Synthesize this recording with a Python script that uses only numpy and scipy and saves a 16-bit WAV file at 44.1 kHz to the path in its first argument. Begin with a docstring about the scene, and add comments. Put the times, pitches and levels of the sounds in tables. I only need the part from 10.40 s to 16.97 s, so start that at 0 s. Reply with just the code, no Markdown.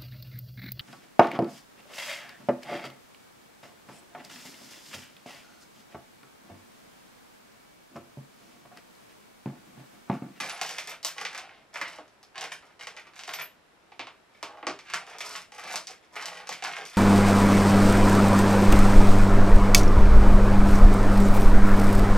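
"""Small hard pieces rattle at once; bursts of rattle come and go throughout, with separate ticks, clacks
and soft knocks among them, as fingers search through a box of buttons and jewellery beside a craft table.
Clicks at listed times and random contacts under each stir set ringing tones going: pieces, box and table.
Thin metal chimes and short pitched clinks join in, and the air in the box booms.
Noise tails make the small furnished room; two close microphone ports hear it slightly from the left, over a faint hiss."""
import sys
import numpy as np
from scipy import signal
from scipy.fft import rfft, irfft, next_fast_len
from scipy.io import wavfile

SR = 44100
rng = np.random.default_rng(int(sys.argv[2]) if len(sys.argv) > 2 else 0)


def materialize(psi):
    """Save the field psi as 16-bit PCM at rate SR to the path in sys.argv[1].

    A 1-D psi becomes a single channel; in a 2-D psi each row is a channel.
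    """
    bounded = np.clip(np.atleast_2d(psi).T, -1, 1)
    quanta = np.round(bounded * 32767).astype(np.int16)
    wavfile.write(sys.argv[1], SR, quanta)


N = 289726   # length in samples
HOLLOW_HZ, HOLLOW_T60_S = 171, 0.11   # the air in the box


def from_db(db):
    """Gain of a dB value."""
    return 10 ** (np.asarray(db) / 20)


def rms_one(x):
    """Scaled to rms 1, over all rows together."""
    return x / np.sqrt(np.mean(x ** 2) + 1e-20)


def at_hz(points, hz, axis=1):
    """A table column read on a log-frequency axis."""
    points = np.array(points)
    return np.interp(np.log(hz), np.log(points[:, 0]), points[:, axis])


def band(x, low_hz, high_hz):
    """A small body radiates little below its modes, a soft contact excites little above."""
    return signal.sosfilt(signal.butter(2, [low_hz, high_hz], "band", fs=SR, output="sos"), x)


def train(times, db):
    """Clicks of the given dB at the given times."""
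    out = np.zeros(N)
    places = np.minimum(np.round(np.asarray(times) * SR).astype(int), N - 1)
    np.add.at(out, places, from_db(db))
    return out


def ring(clicks, hz, t60):
    """A two-pole resonator: a unit click sets a tone of about height 1 ringing."""
    r = from_db(-60 / (t60 * SR))
    w = 2 * np.pi * hz / SR
    tone = signal.lfilter([.5, 0, -.5], [1, -2 * r * np.cos(w), r * r], clicks + 1e-18)
    return tone / np.sin(w / 2 + np.pi / 4)


def modes(clicks, table):
    """A body rings in its own modes, struck at another spot each time."""
    spread_db = 2.5
    out = 0
    for k, (hz, width_hz, db) in enumerate(table):
        struck = clicks * from_db(spread_db * rng.standard_normal(N)) * (-1) ** k
        t60_s = np.log(1000) / np.pi / width_hz
        out = out + from_db(db) * ring(struck, hz, t60_s)
    return out


def pieces(clicks, spectrum, cycles, count, lag_cycles=.2):
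    """Pieces of many sizes: each contact jolts them together, the small ones first, in a new mix every time."""
    mix_spread_db = 3.5   # how much the mix changes from contact to contact
    out = 0
    for hz in np.geomspace(spectrum[0][0], spectrum[-1][0], count):
        jolts = clicks * from_db(mix_spread_db * rng.standard_normal(N))
        struck = np.roll(jolts, int(lag_cycles * SR / hz))
        out = out + from_db(at_hz(spectrum, hz)) * ring(struck, hz, cycles / hz)
    return out / np.sqrt(count)


def stereo_bands(size, likeness):
    """Half-octave bands of stereo noise with their centres; left and right share a set part of each."""
    edges = 22 * 2 ** np.arange(0, 9.6, .5)
    white = rng.standard_normal((2, 2, size))
    for k, (low, high) in enumerate(zip(edges, edges[1:])):
        mid, side = band(white[k % 2], low, high)   # neighbouring bands draw on different noise
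        centre = np.sqrt(low * high)
        alike = np.clip(at_hz(likeness, centre), -1, 1)
        yield centre, np.sqrt(1 + alike) * mid + np.sqrt(1 - alike) * side * [[1], [-1]]


def stirring():
    """Each stir sets in quickly, swells or sags evenly in dB and stops; rows drive ticks, clacks and knocks."""
    # stirs of the hand in the heap, levels ahead of the rattle drive:
    # start_s, length_s, rattle_db, swell_db over the stir, brightness_db of ticks, box_weight_db of knocks
    stirs = [(-0.02, 0.21, -39.5, -13, -2.5, -1.5), (0.226, 0.21, -48, -1.5, -1.5, -5.5),
             (0.461, 0.056, -51, 4.5, -2, -1.5), (0.632, 0.059, -57, 7.5, -5, -28),
             (0.757, 0.053, -52, 0, -4, 4), (0.891, 0.096, -52, -3, -14, 3),
             (1.024, 0.21, -55, -16, -40, -2), (1.328, 0.084, -54, 5.5, -4, 2.5),
             (1.443, 0.14, -46, -15, -7, -3), (1.942, 0.12, -48.5, -1, -18, 0),
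             (2.107, 0.029, -46.5, -7.5, -2.5, -2.5), (2.209, 0.1, -65, -5, -10, 6),
             (2.508, 0.057, -75, 2.5, 0, 11), (2.564, 0.04, -47.5, -15.5, -3, -5),
             (2.651, 0.015, -52, -6.5, -23, -13), (2.738, 0.065, -68.5, 12.5, -1, -3),
             (2.865, 0.13, -56, -2, 1.5, -0.5), (2.974, 0.036, -41.5, -1.5, -7.5, -10.5),
             (3.916, 0.09, -65.5, -4.5, -9, -6), (4.068, 0.12, -67.5, -2, -27, 17),
             (4.269, 0.028, -52, -1, -21, 8), (4.434, 0.092, -63.5, 14, -7, -9),
             (4.564, 0.11, -56, -12, -17, 3), (4.662, 0.094, -54, 0, -9.5, -0.5),
             (4.802, 0.16, -48.5, -3.5, -1.5, 0.5), (4.941, 0.064, -50, -1, -5, -8),
             (5.132, 0.043, -58.5, -1.5, -2, 4.5), (5.174, 0.16, -54, 8.5, -4, -2),
             (5.466, 0.049, -56, 0.5, -16, 1), (5.623, 0.022, -60, -8, -9, -6),
             (5.706, 0.029, -65.5, 9.5, -6, -3), (5.742, 0.12, -50.5, 5.5, -8, -5.5),
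             (5.91, 0.19, -44.5, -17, -11, -3.5), (6.104, 0.098, -45.5, -14, -6, -5),
             (6.243, 0.088, -37.5, -9.5, -15, -7), (6.346, 0.07, -47, 1, -6, 0),
             (6.432, 0.12, -58.5, 4.5, -4, -8)]
    attack_s, release_s = 0.0093, 0.028
    t, out = np.arange(N) / SR, np.zeros((3, N))
    for s, length, db, swell_db, bright_db, weight_db in stirs:
        span = slice(max(int(s * SR), 0), int((s + length + release_s) * SR))
        age = t[span] - s
        gate = np.clip(np.minimum(age / attack_s, 1 - (age - length) / release_s), 0, 1)
        row_db = np.array([[bright_db], [0], [weight_db]])
        out[:, span] += gate * from_db(db + swell_db * age / length + row_db)
    return out


def heap():
    """Single collisions and the stirred rattle excite the same bodies: small pieces, box and the air in it."""
    # single collisions, levels ahead of the blow drive: start_s, tick_db, clack_db, box_knock_db
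    hits = [(0.004, -36, -25, -33), (0.0963, -26.5, -31, -34), (0.2137, -20.5, -20, -25),
            (0.2307, -38, -38, -39.5), (0.248, -37, -38, -46), (0.2634, -27, -55, -56),
            (0.307, -37, -37, -33), (0.2924, -26, -30, -48), (0.3841, -25.5, -30, -39),
            (0.4862, -44, -47, -34), (0.6298, -31.5, -42, -45), (0.6481, -16.5, -29.5, -28),
            (0.6686, -22.5, -46, -46), (0.7665, -48, -52, -48), (0.782, -33, -29, -41),
            (0.8132, -30, -29, -31), (0.851, -25.5, -25.5, -30.5), (0.866, -48, -29.5, -45),
            (0.931, -37, -36, -51), (0.9483, -35.5, -29.5, -44), (0.978, -27, -32.5, -41),
            (0.9965, -59, -42, -49), (1.3441, -54, -35, -51), (1.358, -42.5, -27, -35),
            (1.414, -29.5, -19.5, -26.5), (1.585, -53, -47, -28), (1.6798, -48.5, -55, -64),
            (1.8298, -44, -55, -50.5), (1.9566, -55, -35.5, -48), (1.9799, -33.5, -27.5, -40),
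            (2.0106, -25, -37, -48), (2.016, -47, -30, -44), (2.0404, -30, -33, -43),
            (2.1207, -30.5, -34, -50), (2.3935, -52, -44, -46), (2.3977, -46, -40, -40),
            (2.4101, -43, -37.5, -41), (2.426, -38, -51, -45), (2.4343, -40, -40, -55),
            (2.4707, -32, -30, -34), (2.566, -41, -39.5, -58), (2.67, -54, -45, -43),
            (2.7355, -59, -45, -53), (2.7633, -53, -41, -58), (2.7921, -35, -35.5, -63),
            (2.8355, -36, -35, -45), (2.8788, -64, -32, -31), (2.8917, -59, -26.5, -38.5),
            (2.9337, -34, -45, -42), (2.9371, -28, -27.5, -51), (2.9916, -49, -36, -58),
            (3.5197, -83, -44.5, -37.5), (3.594, -46, -30, -27.5), (3.608, -67, -37, -40),
            (3.6703, -57, -36, -36), (4.0284, -28.5, -25.5, -26), (4.1724, -66, -46, -40),
            (4.2285, -66, -38, -29.5), (4.2685, -25.5, -20.5, -17.5), (4.297, -59, -27, -30.5),
            (4.3902, -40.5, -37, -43), (4.5002, -38, -32.5, -36), (4.5368, -26, -21, -22),
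            (4.542, -23.5, -19.5, -50), (4.684, -47, -53, -51), (4.7849, -30.5, -40.5, -40),
            (4.8064, -33.5, -28, -37), (4.8663, -34, -36, -56), (4.9099, -30.5, -50, -42),
            (4.9394, -35, -38, -39), (5.1207, -40.5, -42, -41), (5.1823, -35, -65, -38),
            (5.2387, -38, -43, -34), (5.3125, -40, -36, -33), (5.3399, -51, -30.5, -24),
            (5.3577, -18.5, -24.5, -28.5), (5.4708, -27, -42, -57), (5.5081, -35, -52, -40),
            (5.7651, -65, -31, -27.5), (5.825, -32, -31, -47), (5.857, -25.5, -31, -49),
            (5.883, -30, -33, -37), (5.9317, -47, -52, -50), (5.9713, -39, -39, -60),
            (6.072, -32, -33.5, -63), (6.0917, -20, -33, -30), (6.126, -27, -31, -49),
            (6.224, -39, -27.5, -33), (6.239, -23.5, -29.5, -26.5), (6.2486, -33, -22, -35),
            (6.3667, -34, -31, -43), (6.4535, -30, -53.5, -60), (6.5333, -41.5, -44, -43)]
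    # how strongly blows and rattle drive the bodies; rows are ticks, clacks, knocks: drive_db
    blow_db = [
        [10],
        [9],
        [-1.5],
    ]
    rattle_db = [
        [1],
        [-5.5],
        [-17.5],
    ]
    # density of random contacts; rows are ticks, clacks, knocks: contacts_per_s
    rattle_per_s = [
        [140],
        [220],
        [320],
    ]
    # colour of the bright ticks between pieces: pitch_hz, level_db
    tick_colour = [(3000, -16), (5200, -1.5), (6500, -3.5), (8500, -9), (11000, -10), (14200, -30.5)]
    # colour of the duller clacks between pieces: pitch_hz, level_db
    clack_colour = [(1100, -1.5), (1500, -6), (2000, -3), (2600, -3), (3300, -7.5), (4300, -2.5)]
    # resonances of the box: pitch_hz, width_hz, level_db
    box_modes = [(287.5, 55, -24.5), (369, 101, -16.5), (480, 132, -10), (660.5, 116, -3.5), (758, 121, -1),
                 (894, 147, -4), (1206, 196, -3), (1570, 730, -6.5)]
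    hollow_db, crack_db = -37.5, -12

    sizes = from_db(3.4 * np.minimum(rng.exponential(1, (3, N)), 4))
    contacts = rng.random((3, N)) < np.divide(rattle_per_s, SR)
    rattle = rms_one(sizes * contacts) * rng.choice([-1, 1], N)
    at, *levels_db = np.transpose(hits)
    blows = from_db(blow_db) * [train(at, db) for db in levels_db]
    ticks, clacks, knocks = blows + rattle * from_db(rattle_db) * stirring()

    # the air in the box is shaken mostly by the stirring, so the blows count less
    shaking = (clacks - 0.46 * blows[1]) * rng.choice([-1, 1], N)
    hollow = from_db(hollow_db) * ring(shaking, HOLLOW_HZ, HOLLOW_T60_S)
    bright = band(pieces(ticks, tick_colour, cycles=7.6, count=20), 4200, 12000)
    dull = band(pieces(clacks, clack_colour, cycles=4.9, count=17), 1305, 8100)
    dull = band(dull, 350, 6500)
    box = band(modes(knocks, box_modes), 230, 5600)
    # the bare contact of a collision, before anything rings
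    crack = from_db(crack_db) * band(blows[0], 2530, 15600)
    return bright + dull + box + band(hollow, 69, 188) + crack


def hiss():
    """Steady room air and microphone noise, built from noise bands."""
    # relative noise spectrum: centre_hz, density_db per Hz
    spectrum = [(15, -32), (25, -7), (67, -4), (168, -1), (372, 1), (916, -0.5), (1050, -6), (1260, -0.5),
                (6500, -18), (14000, -27)]
    # how alike left and right are: centre_hz, likeness (0-1)
    likeness = [(30, 0.82), (100, 0.29), (370, 0.34), (2320, 0.19), (14400, 0.03)]
    level_db = -60.5
    noise = sum(from_db(at_hz(spectrum, hz)) * b for hz, b in stereo_bands(N, likeness))
    return from_db(level_db) * rms_one(noise)


def thumps():
    """Heavier things set down softly ring the modes of the table top."""
    # things set down on the table: start_s, level_db of the blow
    set_down = [(0.004, -53), (1.413, -53.5), (1.586, -54), (3.595, -49), (4.029, -48), (4.228, -51),
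                (4.269, -41), (6.239, -69)]
    # resonances of the table top: pitch_hz, width_hz, level_db
    table_modes = [(60, 110, -28), (117, 5.7, -16.5), (292, 35, 4.5), (411, 28.4, 0.5)]
    return band(modes(train(*np.transpose(set_down)), table_modes), 34, 590)


def nudges():
    """A soft push on the box sets the air in it ringing, so it booms."""
    # pushes on the box: start_s, level_db of the push
    pushes = [(.01, -45.5), (0.069, -53.5), (4.551, -53.5), (5.25, -54.5), (5.35, -52), (5.95, -58),
              (6.11, -52)]
    return band(ring(train(*np.transpose(pushes)), HOLLOW_HZ, HOLLOW_T60_S), 77, 320)


def chimes():
    """Each metal part rings on a close pair of thin high tones, which beat."""
    # small metal parts: start_s, pitch_hz of the lower tone, level_db of its click
    parts = [(0.089, 10150, -46), (0.124, 10200, -44), (.215, 13700, -52), (.27, 13700, -52),
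             (.385, 13800, -56), (0.492, 13100, -51), (.65, 13760, -40), (.675, 13900, -43),
             (2.126, 10180, -51), (2.885, 12000, -58), (2.937, 12030, -40.5), (3.017, 12240, -38.5),
             (2.937, 12950, -54), (3.02, 12800, -52)]
    t60_s = 0.045
    out = 0
    for s, hz, db in parts:
        out = out + ring(train([s], [db]), hz, t60_s)
        out = out + ring(train([s], [db - 4]), hz * 1.0027, t60_s)
    return out


def clinks():
    """Beads and buttons with a clear short pitch each ring one tone that dies by 60 dB in 18 cycles."""
    # pitched beads and buttons: start_s, pitch_hz, level_db of the click
    beads = [(.63, 5000, -34), (1.4142, 2010, -29), (1.42, 2070, -28), (1.83, 5270, -47),
             (2.4115, 2150, -33), (4.2685, 5060, -36), (6.092, 736, -28.5), (6.224, 756, -32)]
    return sum(ring(train([s], [db]), hz, 18 / hz) for s, hz, db in beads)


def room(x):
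    """One wall echo and dense reflections dying band by band; they change as the hand moves between three spots."""
    # decay of the reflections: centre_hz, t60_s, level_db at the start
    decay = [(164.4, 0.21, -31.5), (413, 0.26, -27), (905, 0.2, -31), (2652, 0.26, -26), (7150, 0.21, -32),
             (10250, 0.31, -36), (13200, 0.19, -24.5)]
    # how alike left and right reflections are: centre_hz, likeness (0-1)
    likeness = [(60, 1), (700, 0.98), (1500, 0.97), (3000, 0.9), (6500, 0.75), (14000, 0.2)]
    direct_db, echo_s, echo_db = -3, .019, -16   # the echo is a distinct return from the nearest wall
    onset_s = 0.0008   # reflections build up over this time
    near_db, near_s = 0, .003   # table and box returns crowd the first milliseconds

    t = np.arange(SR // 2) / SR
    out = from_db(direct_db) * x + from_db(echo_db) * np.roll(x, int(echo_s * SR))
    shape = np.minimum(t / onset_s, 1) * (1 + from_db(near_db) * np.exp(-t / near_s))
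    for spot in range(3):
        tail = 0
        for hz, noise in stereo_bands(len(t), likeness):
            tail = tail + noise * from_db(at_hz(decay, hz, axis=2) - 60 * t / at_hz(decay, hz))
        # steady cosine weights whose squares add to 1 over the three spots
        here = np.sqrt(2 / 3) * np.cos(np.pi * (2.3 * np.arange(N) / SR + spot / 3))
        out = out + signal.fftconvolve((here * x)[None], tail * shape, axes=1)[:, :N]
    return out


def ports(x):
    """The left port is reached first and is a little brighter; each side takes half the difference."""
    # level difference of the two ports: centre_hz, left_minus_right_db
    balance = [(60, 1), (240, 0.5), (930, -1), (3660, -0.5), (14400, 2.5)]
    lag_s = 3.1e-5
    size = next_fast_len(N + 64)
    hz = np.arange(size // 2 + 1) * SR / size + 0.0011   # kept off zero for the logarithm
    lead = from_db(at_hz(balance, hz) / 2) * np.exp(1j * np.pi * hz * lag_s)
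    return irfft(rfft(x, size) * [lead, 1 / lead], size)[:, :N]


def scene():
    """Heap, thumps, nudges, chimes and clinks in the room, over the hiss."""
    sources = heap() + thumps() + nudges() + chimes() + clinks()
    return ports(room(sources)) + hiss()


def record(dry):
    """A steep low-pass cuts the top, 60 dB down from 15400 Hz."""
    return signal.sosfilt(signal.cheby2(10, 60, 15400, fs=SR, output="sos"), dry)


dry = scene()
out = record(dry)
materialize(out)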